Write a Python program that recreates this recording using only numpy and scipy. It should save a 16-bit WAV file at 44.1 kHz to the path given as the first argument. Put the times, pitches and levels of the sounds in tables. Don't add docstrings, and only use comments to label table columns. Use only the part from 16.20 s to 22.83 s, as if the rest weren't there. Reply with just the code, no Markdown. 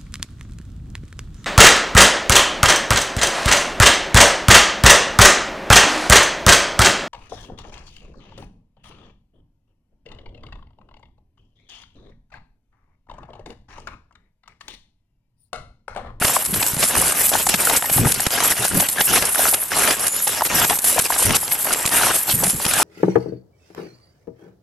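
import sys
import numpy as np
from scipy import signal
from scipy.fft import rfft, irfft
from scipy.io import wavfile
from scipy.ndimage import uniform_filter1d, minimum_filter1d

SR = 44100
rng = np.random.default_rng(int(sys.argv[2]) if len(sys.argv) > 2 else 0)


def bounce(signal):
    frames = np.transpose(np.atleast_2d(signal))
    limited = np.clip(frames, -1, 1)
    pcm = np.round(limited * 32767).astype(np.int16)
    wavfile.write(sys.argv[1], SR, pcm)


N = 292383
TIME = np.arange(N) / SR
TREBLE_SIDE_DB = -7

# (t/s, level/dB, length/s)
CLOTH_SLIPS = [(0.134, -23, 0.03), (0.249, -20, 0.004), (0.258, -20, .008), (0.34, -20.5, 0.0068),
               (0.401, -26, 0.0037), (0.464, -13, 0.0023), (0.921, -17, 0.0044), (1.091, -11, 0.0036),
               (1.266, -15, 0.006), (1.289, -6, 0.0069), (1.45, -18, 0.0033), (1.562, -7, 0.012),
               (1.919, -11, 0.0053), (1.941, -19.5, 0.0092), (2.003, -14.5, 0.0052), (2.112, -23, 0.0047),
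               (2.235, -16.5, 0.025), (2.443, -18, 0.013), (2.303, -18.5, 0.023), (2.572, -16, 0.0037),
               (2.598, -11.5, 0.011), (2.686, -6, 0.0026), (3.052, -15.5, 0.0053), (3.335, -18, 0.013),
               (3.794, -21, 0.0043), (3.868, -14, 0.004), (3.88, -13, 0.0025), (4.02, -30, 0.012),
               (4.076, -16, 0.0054), (4.26, -17.5, 0.0045), (4.587, -17, 0.0054), (4.642, -16, 0.0074),
               (4.673, -21, 0.0031), (4.697, -23, 0.0035), (4.789, -10, 0.0086), (4.849, -25, 0.007),
               (5.149, -13, 0.02), (5.527, -13, 0.011), (5.66, -13, 0.0047), (5.943, -21.5, 0.022),
               (6.235, -14.5, 0.01), (6.249, -26.5, 0.0038), (6.535, -12, 0.0045)]
# (f/Hz, relative level/dB)
CLOTH_SPECTRUM = [(2000, -5.5), (4500, -4.5), (6500, -1), (7800, 4), (8600, 2), (9500, 6), (10200, 5),
                  (11500, 3.5), (12200, 1), (13000, -5.5)]


def undb(db):
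    return np.exp(np.asarray(db) * np.log(10) / 20)


def unit(x):
    return x / np.sqrt(np.mean(x ** 2))


def colour(x, spectrum):
    hz, db = np.transpose(spectrum)
    size = 2048
    grid = np.maximum(np.fft.rfftfreq(size, 1 / SR), 1)
    gain_db = np.interp(np.log(grid), np.log(hz), db)
    cepstrum = irfft(np.log(undb(gain_db)))
    cepstrum[1:size // 2] *= 2
    cepstrum[size // 2 + 1:] = 0
    impulse = irfft(np.exp(rfft(cepstrum)))
    return unit(signal.oaconvolve(x, impulse[None], axes=1)[:, :N])


def resonate(x, hz, q):
    b, a = signal.iirpeak(min(hz, SR / 3), max(q, .4), SR)
    return signal.lfilter(b, a, x)


def walk(rate):
    levels = rng.standard_normal(int(N / SR * rate) + 2)
    return np.sqrt(3 / 2) * np.interp(TIME * rate, np.arange(len(levels)), levels)


def ports(pair, side_db, pan_db=0):
    side = undb(side_db) * pair[1]
    left = (pair[0] + side) * undb(pan_db / 2)
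    right = (pair[0] - side) * undb(-pan_db / 2)
    return np.array([left, right])


def grains(rate, spread_db):
    chance, out = rng.random((2, N)), np.zeros((2, N))
    share = chance * SR / rate
    happens = share < 1
    sizes = undb(spread_db * np.minimum(-np.log(share[happens] + 1e-12), 4))
    signs = np.where(rng.random((2, N)) < .5, -1, 1)
    out[happens] = sizes * signs[happens]
    return out


def add(track, start, sound):
    first = max(int(start * SR), 0)
    track[:, first:first + sound.shape[1]] += sound[:, :N - first]


def patchy(x, centres, q, depth_db, rate):
    shares = undb(depth_db * np.array([walk(rate) for hz in centres]))
    shares = shares / np.sqrt(np.sum(shares ** 2, axis=0))
    return unit(sum(resonate(x, hz, q) * share for hz, share in zip(centres, shares)))


def effort(moves, attack, release, rest_db):
    power = np.full(N, undb(rest_db) ** 2)
    for start, length, db, growth_db in moves:
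        age = TIME - start
        grip = np.clip(age / attack, 0, 1) * np.exp(-np.clip((age - length) / release, 0, 20))
        progress = np.clip(age / length, 0, 1)
        power += (grip * undb(db + growth_db * (progress - 1))) ** 2
    return 10 * np.log10(power)


def stroke(length, release):
    grip = .0004
    t = TIME[:SR // 10]
    return np.minimum(t / grip, 1) * np.exp(-np.maximum(t - abs(length), 0) / release)


def pop(hz, cycles, tick_db=-13, upper_db=-13, sag=0.22):
    tick_decay = .0025
    t = TIME[:SR // 40]
    fade = np.exp(-np.log(1000) * t * hz / max(cycles, 3))
    swell = (1 - np.exp(-t * hz / .8)) ** 2 * fade
    phase = 2 * np.pi * (0.934 * hz * t + sag * (1 - np.exp(-t * hz)))
    turn, upper_turn = rng.uniform(0, 2 * np.pi, 2)
    ring = np.sin(phase + turn)
    ring = ring + undb(upper_db) * np.sin(phase * rng.uniform(1.63, 2.34) + upper_turn)
    tick = undb(tick_db) * rng.standard_normal((2, len(t))) * np.exp(-t / tick_decay)
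    panel = np.outer([1, rng.normal()], ring * swell / swell.max())
    return ports(tick, TREBLE_SIDE_DB) + ports(panel, -12, 1.5)


def hiss(hiss_db=-41, whine_hz=7050, whine_db=-45, waver_db=10.0):
    # (f/Hz, relative level/dB)
    hiss_spectrum = [(40, -17), (200, 7), (800, 36.5), (2700, 30.5), (4500, 23.5), (6500, -17), (8000, -31),
                     (11500, -12), (13000, -10)]
    whine = unit(resonate(rng.standard_normal(N), whine_hz, 140) * undb(waver_db * walk(11)))
    noise = undb(hiss_db) * colour(rng.standard_normal((2, N)), hiss_spectrum)
    return ports(noise, TREBLE_SIDE_DB) + undb(whine_db) * whine


def wind(push_db, eddy_db=2):
    # (t/s, length/s, level/dB)
    chest_gusts = [(0.266, 0.11, -28), (0.49, 0.16, -36), (0.717, 0.075, -28), (0.98, 0.18, -38),
                   (1.198, 0.15, -35.5), (1.739, 0.12, -23), (1.89, 0.13, -41), (2.486, 0.083, -23.5),
                   (2.86, 0.12, -30), (4.314, 0.12, -29.5), (5.029, 0.075, -21.5), (6.051, 0.2, -32),
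                   (6.32, 0.06, -34.5)]
    # (f/Hz, relative level/dB)
    eddy_spectrum = [(20, -22), (50, 4.5), (110, 1.5), (200, -0.5), (330, -8.5), (480, -10), (900, -31),
                     (3000, -96)]
    attack, release, swell_db, rest_db = 0.036, 0.035, 4.5, -52.5
    stride_air_db = -15
    rounded = np.tanh(colour(rng.standard_normal((2, N)), eddy_spectrum))
    eddies = colour(rounded, [(40, -1), (120, 5.5), (400, 8), (620, 3), (1200, -39)])
    eddies = ports(eddies, -7, 1.2)
    gust_db = effort([(*gust, swell_db) for gust in chest_gusts], attack, release, rest_db)
    flow = np.hypot(undb(gust_db), undb(push_db + stride_air_db))
    return eddies * flow * undb(eddy_db * walk(45))


def bumps(overtone_db=-10, onset_share=0.1):
    # (t/s, level/dB, f/Hz, decay time constant/s)
    chest_bumps = [(0.014, -11.5, 168, 0.0019), (0.048, -10, 121, 0.0034), (0.326, -18, 186, 0.015),
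                   (.37, -27, 140, 0.0061), (0.535, -18, 133, 0.0046), (0.568, -16.5, 149.6, 0.0098),
                   (0.763, -31, 131, 0.0072), (1.343, -11, 193, 0.0053), (1.534, -17, 263, 0.004),
                   (1.714, -20, 158, 0.0061), (1.762, -13, 132, 0.014), (1.794, -8, 138, 0.0086),
                   (1.812, -9.5, 126, 0.014), (1.828, -14.5, 236, 0.021), (1.859, -6.5, 146, 0.0081),
                   (1.975, -22, 127, 0.011), (2.069, -5, 121.9, 0.0016), (2.393, -22, 123.5, 0.023),
                   (2.53, -35, 123.3, 0.0066), (2.556, -12, 137, 0.0052), (2.571, -9, 177, 0.01),
                   (2.812, -23, 160.6, 0.0028), (3.023, -17, 143, 0.0025), (4.358, -18, 148.3, 0.012),
                   (4.431, -27, 150, 0.0069), (4.794, -5, 139.5, 0.001), (5.052, -17, 134, 0.0099),
                   (5.101, -9, 157.5, 0.0088), (5.656, -17, 162.3, 0.0027), (6.137, -16, 125, 0.014),
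                   (6.16, -24, 167, .012), (6.254, -20, 183, 0.012), (6.276, -16, 194, 0.0049),
                   (6.333, -20.5, 233, 0.0077), (6.347, -16, 138, 0.0058), (6.462, -12, 179.6, 0.0022)]
    out, t = np.zeros((2, N)), TIME[:SR // 8]
    for start, db, hz, decay in chest_bumps:
        overtone_hz = hz * rng.uniform(1.24, 2.21)
        thud = np.sin(2 * np.pi * hz * t) + undb(overtone_db) * np.sin(2 * np.pi * overtone_hz * t)
        thud = thud * (1 - np.exp(-t / (onset_share * decay)))
        add(out, start, undb(db) * (thud * np.exp(-t / decay))[None])
    return out


def scrapes(level_db=1.0, rasp_db=-4.5, knock_db=-7, release=0.0022):
    # (t/s, relative level/dB, reference f/Hz, length/s)
    strap_scrapes = [(0.047, -11.5, 3060, 0.0058), (0.08, -15, 3000, 0.0023), (0.339, -22, 3220, 0.0069),
                     (0.426, -15.5, 3520, 0.0057), (0.565, -24, 3070, 0.0037), (0.61, -25, 3300, 0.0059),
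                     (0.627, -12, 2880, 0.0035), (0.632, -15, 3250, 0.0094), (.752, -16.5, 3000, 0.0032),
                     (1.056, -31, 4600, 0.0024), (1.135, -18.5, 3240, 0.0047), (1.197, -32, 2800, 0.0036),
                     (1.292, -8, 3970, 0.0045), (1.34, -12, 3000, 0.0073), (1.497, -13, 2900, 0.0035),
                     (1.57, -20, 3300, 0.0042), (1.657, -23, 2800, 0.0037), (1.697, -20.5, 3000, 0.0056),
                     (1.776, -22, 3040, 0.0037), (1.96, -25, 3500, 0.0024), (2.054, -26, 3720, 0.0028),
                     (2.065, -11, 3090, 0.0043), (2.106, -20, 3230, 0.0024), (2.203, -17, 2710, 0.0023),
                     (2.381, -35, 3150, 0.0026), (2.6, -12, 3350, 0.0026), (2.639, -35, 4600, 0.0054),
                     (2.666, -25, 3400, .002), (2.696, -26, 4900, 0.0029), (2.807, -11.5, 2404, 0.0068),
                     (2.958, -13, 2680, 0.0073), (3.023, -16, 2826, 0.0049), (3.147, -18.5, 2120, 0.0021),
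                     (3.339, -16, 3750, 0.008), (3.531, -24, 2910, 0.002), (3.675, -9, 2550, 0.0018),
                     (3.707, -14, 2890, 0.0055), (3.865, -23, 3820, .004), (4.07, -20, 4170, 0.0082),
                     (4.131, -26, 3040, 0.0029), (4.22, -26.5, 2200, 0.0022), (4.25, -22, 3570, 0.024),
                     (4.445, -14, 3610, 0.0062), (4.497, -14, 3000, 0.0037), (4.791, -16, 3730, 0.0086),
                     (4.941, -23, 3900, 0.0039), (5.094, -19, 3000, 0.0029), (5.106, -15, 3214, 0.0028),
                     (5.145, -18, 3160, 0.0069), (5.159, -15, 4670, 0.0094), (5.279, -21, 4660, 0.0014),
                     (5.315, -23, 3030, 0.0092), (5.352, -25, 3600, 0.002), (5.52, -19, 4600, 0.0026),
                     (5.546, -18.5, 2600, 0.0018), (5.653, -17, 3240, 0.003), (5.675, -17.5, 4200, 0.0039),
                     (5.691, -19, 4500, 0.0024), (6.097, -20, 2560, 0.0058), (6.239, -25, 4250, 0.0049),
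                     (6.298, -21, 5200, 0.0027), (6.451, -13.5, 2985, 0.0028), (6.464, -12.5, 4334, 0.0015),
                     (6.512, -18.5, 3220, 0.0017)]
    out = np.zeros((2, N))
    for start, db, hz, length in strap_scrapes:
        force = stroke(length, release)
        teeth = rng.standard_normal((2, len(force)))
        rasp = undb(rasp_db) * unit(resonate(teeth, 1.46 * hz, 0.39))
        knock = undb(knock_db) * unit(resonate(teeth, 530, 0.36))
        add(out, start, undb(db + level_db) * force * ports(rasp + knock, TREBLE_SIDE_DB))
        for order, (late, detune) in enumerate(rng.random((5, 2))):
            delay = 0.0013 * order * (1 + 0.28 * late)
            if delay < length:
                snap = pop(0.75 * hz * (1 + 35 * delay) * 2 ** (detune - .5), 4.2)
                add(out, start + delay, undb(db + level_db + 1.5) * snap)
    return out


def folds(level_db=-2.5, panel_db=-10):
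    # (t/s, relative level/dB, nominal f/Hz, ring length/cycles)
    fold_pops = [(0.023, -5.5, 1480, 16), (.059, -14, 1178, 5.5), (.097, -8, 1100, 5.4),
                 (.164, 1.5, 1140, 11), (.223, -18, 970, 4.1), (.416, -16, 910, 8.6), (.704, -22, 780, 7),
                 (.752, -9, 1150, 7.1), (0.769, -8.5, 780, 4.7), (0.823, -9, 1050, 6.9),
                 (.868, -21, 1000, 8), (0.922, -12, 1200, 6.7), (1.117, -10, 686, 5),
                 (1.139, -11, 750, 5.6), (1.1517, 0.5, 776, 8.6), (1.268, -3, 900, 6.1),
                 (1.472, -5.5, 1510, 18), (1.5, -12, 1210, 6.8), (1.509, -9, 1025, 8), (1.536, -16, 560, 5),
                 (1.55, -15, 880, 11), (1.624, -5.5, 1490, 2.4), (1.644, -13, 940, 7.9),
                 (1.697, -15, 705, 10), (1.782, -7.5, 840, 6), (1.847, -14, 850, 8.1),
                 (1.87, -8.5, 830, 10), (1.997, -11, 1750, 9.4), (1.998, -18, 769, 6), (2.204, -6, 1280, 9),
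                 (2.244, -13, 1155, 7.3), (2.284, -15, 830, 5.3), (2.321, -10, 2040, 20),
                 (2.45, -12.5, 770, 9.1), (2.601, -5.5, 770, 9.9), (2.624, -15, 770, 9.1),
                 (2.783, -8, 1830, 24), (2.806, -10, 1490, 11.6), (2.936, -7.5, 1420, 24),
                 (2.975, -11, 1290, 8.2), (3.157, -9, 1600, 13), (3.192, -7.5, 690, 10.4),
                 (3.254, -2, 1403, 8), (3.267, -10, 1490, 7.7), (3.329, -14, 760, 6.2),
                 (3.427, -17, 1660, 7), (3.518, -7, 1620, 8.2), (3.676, -10, 1465, 14.4),
                 (3.796, -19, 1110, 7.2), (4.072, -13, 920, 17.4), (4.209, -5, 1184, 3.5),
                 (4.2197, 0.5, 924, 6.4), (4.417, -4, 1380, 6.9), (4.446, -13, 975, 23),
                 (4.507, -6, 810, 5.5), (4.529, -13, 931, 8.3), (4.572, -19, 833, 5.5),
                 (4.643, -13, 700, 3.3), (4.761, -13.5, 544, 11), (4.7807, -1, 840, 7.1),
                 (4.856, -14, 2600, 19), (4.903, -2.5, 937, 9.2), (4.922, -10.5, 1730, 12),
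                 (4.994, -13, 1020, 7.6), (5.024, -12, 1000, 8.8), (5.23, -18, 829, 7.4),
                 (5.454, -16, 704, 4.4), (5.486, -15, 1083, 3.4), (5.645, -13, 1216, 6.9),
                 (5.833, -5, 1506, 18), (5.867, -9, 990, 6), (5.872, -8, 790, 4.5), (5.911, -7, 1430, 9),
                 (6.079, -18, 842, 5.5), (6.091, -15, 665, 10.3), (6.226, -14, 825, 7.4),
                 (6.231, -13, 504, 6.4), (6.237, -8, 815, 2.8), (6.4, -15, 980, 6.5),
                 (6.537, -10.5, 1483, 9.4), (6.599, -3, 840, 5.5)]
    out = np.zeros((2, N))
    for start, db, hz, cycles in fold_pops:
        add(out, start, undb(db + level_db) * pop(hz, cycles))
        add(out, start + 0.0028, undb(1.2 * db + panel_db) * pop(776, 7.3))
    return out


def slips(release=0.0018):
    force = np.zeros((1, N))
    for start, db, length in CLOTH_SLIPS:
        add(force, start, undb(db) * stroke(length, release)[None])
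    return force * ports(colour(rng.standard_normal((2, N)), CLOTH_SPECTRUM), TREBLE_SIDE_DB)


def sticking(hold=0.019, grip_db=-4):
    moving = np.ones(N)
    for start, db, length in CLOTH_SLIPS:
        first, last = max(int((start - abs(hold)) * SR), 0), int(start * SR)
        moving[first:last] = undb(grip_db)
    return uniform_filter1d(moving, size=128)


def sweeping(lean):
    # (t/s, length/s, level/dB, tension as taut over slack level/dB)
    sleeve_sweeps = [(0.001, 0.16, -19.5, -2), (0.184, 0.07, -20, 10), (0.301, 0.2, -19, 3.5),
                     (0.572, 0.11, -22, -5), (0.659, 0.13, -28.5, -7), (0.75, 0.17, -19, -4.5),
                     (0.932, 0.16, -16, 4.5), (1.109, 0.13, -21.5, 2), (1.236, 0.065, -21, -6),
                     (1.376, 0.2, -17, 1.5), (1.619, 0.099, -30.5, 18), (1.711, 0.087, -16.5, 4),
                     (1.84, 0.073, -16.5, -2), (1.96, 0.08, -27, 11), (2.094, 0.24, -21.5, 4),
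                     (2.283, 0.12, -25, 1), (2.407, 0.077, -18, -2.5), (2.527, 0.11, -20, 7),
                     (2.646, 0.088, -24.5, -1), (2.78, 0.2, -21, 9.5), (2.946, 0.21, -21, 0.5),
                     (3.164, 0.18, -16.5, 3.5), (3.388, 0.022, -23, 18), (3.535, 0.19, -23, -4),
                     (3.783, 0.094, -21, 6), (3.899, 0.15, -21.5, 14), (3.996, 0.15, -25, -2),
                     (4.229, 0.018, -13.5, 10), (4.332, 0.24, -20, 4), (4.611, 0.083, -17.5, -5.5),
                     (4.686, 0.17, -21, -3), (4.883, 0.048, -19.5, 0), (4.96, 0.1, -21.5, -5),
                     (5.11, 0.018, -24, -12), (5.195, 0.055, -29, 11), (5.3, 0.03, -14, 8),
                     (5.369, 0.13, -22, 7), (5.476, 0.21, -32, -16), (5.698, 0.28, -20, -4),
                     (5.923, 0.35, -25, 9), (6.057, 0.096, -19, 4), (6.2, 0.11, -25, -6.5),
                     (6.37, 0.052, -33.5, -11), (6.469, 0.22, -26, -13.5)]
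    attack, release, swell_db, rest_db = 0.025, 0.021, 2.5, -29
    moves = [(start, length, db + lean * tension / 2, swell_db)
             for start, length, db, tension in sleeve_sweeps]
    return effort(moves, attack, release, rest_db)


def sleeves(level_db=0.5, judder_db=1.5, catch_db=2.0, crease_db=16.0, thread_rate=16000,
            drag_db=1.68, thread_db=9.5):
    threads = grains(thread_rate, 1.6)
    creases = patchy(threads, np.linspace(7500, 10100, num=7), 26, crease_db, 24)
    slack = unit(undb(thread_db) * unit(threads) + creases) * 2.0
    taut = patchy(threads, np.linspace(10900, 12100, num=5), 28, crease_db, 24)
    slack_db, taut_db = sweeping(-1), sweeping(1)
    tension_db = taut_db - slack_db
    slack = slack * undb(catch_db * walk(390) - tension_db / 2)
    taut = taut * undb(catch_db * walk(360) + tension_db / 2)
    swish = ports(colour(slack + taut, CLOTH_SPECTRUM), TREBLE_SIDE_DB)
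    sweep_db = (slack_db + taut_db) / 2 + level_db
    return swish * undb(sweep_db + judder_db * walk(110) + drag_db * walk(22))


def treading(icy):
    # (t/s, length/s, level/dB, growth as the weight comes on/dB, brightness/dB)
    boot_crunches = [(0.0, 0.17, -28, -2.5, 1), (0.167, .06, -34, -2, 0.5), (0.316, .22, -33, 0, 2),
                     (0.565, .085, -27, 4.5, 4), (0.681, .23, -23.5, 3.5, 0), (0.923, .136, -29, -2, -1),
                     (1.106, .11, -27, -2, 3.5), (1.283, .06, -28, 0, 8), (1.359, .205, -22, 6.5, -1),
                     (1.619, .29, -28, 6, -2), (1.923, 0.15, -32.5, 0, 5.5), (2.107, .21, -24, 0, 2),
                     (2.346, .11, -23.5, 7, 3.5), (2.493, .16, -27, 2, 0), (2.735, .08, -24.5, 6, -1),
                     (2.862, .125, -21.5, 2, 3.5), (2.995, .1, -28, -4, -2), (3.155, .13, -25, 1.5, 3),
                     (3.3, .12, -36, -4, -8), (3.501, .23, -21.5, 2.5, 0), (3.745, .138, -30, 0.5, 1.5),
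                     (3.915, .09, -34, 0, 5.5), (4.066, .14, -31, -3, 4), (4.28, .165, -21.5, 4, 3),
                     (4.473, .055, -23.5, 1.5, -2), (4.631, .17, -26, 7, -0.5), (4.824, .04, -31, 0, 9),
                     (4.905, .06, -28, -2.5, 1.5), (4.981, .175, -24.5, 1, 0), (5.2, .21, -35, -0.5, -0.5),
                     (5.423, .11, -26, 2.5, -2.5), (5.539, .11, -32.5, -3, -3), (5.699, .21, -22, 0, 0),
                     (5.904, .06, -29, -3, 3.5), (5.971, .09, -37.5, -0.5, 1), (6.066, .05, -29, -2, 8.5),
                     (6.17, .1, -31.5, 2, -10.5), (6.385, .05, -33, 3.5, 4), (6.428, .21, -20, 9, 1.5)]
    attack, release, rest_db = .028, .017, -50
    moves = [(start, length, db + icy * bright, growth)
             for start, length, db, growth, bright in boot_crunches]
    return effort(moves, attack, release, rest_db)


def collapses(rate=85, settle=0.0067, spread_db=1.0, steady_db=2.0):
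    impulses = np.abs(grains(rate, spread_db)[0])
    jerks = signal.lfilter([1], [1, -np.exp(-1 / (settle * SR))], impulses)
    return unit(np.hypot(unit(jerks), undb(steady_db)))


def cracks(push_db, level_db=2, scatter_db=5, ring_cycles=6, count=300):
    low_hz, range_oct, fall_db_per_oct = 640, 2.56, 0.7
    out = np.zeros((2, N))
    work = np.cumsum(undb(push_db))
    for order, (when, pitch, size) in enumerate(rng.random((count, 3))):
        at = np.searchsorted(work, (order + when) / count * work[-1])
        octaves = range_oct * pitch
        db = push_db[at] + level_db + scatter_db * (2 * size - 1)
        db += fall_db_per_oct * (range_oct - octaves)
        lump = pop(low_hz * 2 ** octaves, ring_cycles * (1 + pitch), tick_db=-18)
        add(out, at / SR, undb(db) * lump)
    return out


def snow(push_db, crush_db=-0.27, ice_db=-5, uneven_db=0.95, density=700, spread_db=0.15,
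         powder_db=-5, crystal_rate=1500):
    # (f/Hz, relative level/dB)
    snow_spectrum = [(90, -38), (250, 5), (450, 0), (720, 2.5), (1100, -1.5), (1500, 2), (2200, -2),
                     (2700, -3), (3500, -8), (6000, -23)]
    ice_spectrum = [(1800, -35), (2800, -2), (4200, -5.5), (5500, -2.5), (6800, -7.5), (9000, -8),
                    (13000, -23)]
    load = undb(push_db + 29.5)
    breaks = unit(grains(density * load, spread_db) * collapses() / np.sqrt(load))
    hollows = patchy(breaks, np.geomspace(420, 2800, num=15), 12, 7, 50)
    crush = unit(colour(hollows, snow_spectrum) + undb(powder_db) * colour(breaks, snow_spectrum))
    crush = crush * undb(uneven_db * walk(130))
    spray = grains(crystal_rate * load, spread_db) / np.sqrt(load)
    crystals = patchy(spray, np.geomspace(2400, 7000, num=16), 20, 6, 50)
    edge_db = treading(1) - push_db
    ice = colour(crystals, ice_spectrum) * undb(edge_db + uneven_db * walk(170))
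    body = undb(crush_db) * ports(crush, -9.5, 1.5)
    edge = undb(ice_db) * ports(ice, TREBLE_SIDE_DB)
    return undb(push_db) * (body + edge)


def scene():
    push_db = treading(0)
    boots = snow(push_db) + cracks(push_db)
    jacket = sleeves() * sticking() + slips() + folds()
    return boots + jacket + scrapes() + bumps() + wind(push_db) + hiss()


def record(dry, ceiling=.68, top_hz=12800):
    lowpass = signal.ellip(10, .2, 70, top_hz, fs=SR, output="sos")
    room = ceiling / np.maximum(np.abs(dry).max(axis=0), ceiling)
    gain = uniform_filter1d(minimum_filter1d(room, size=41), size=41)
    return signal.sosfilt(lowpass, dry * gain)


dry = scene()
out = record(dry)
bounce(out)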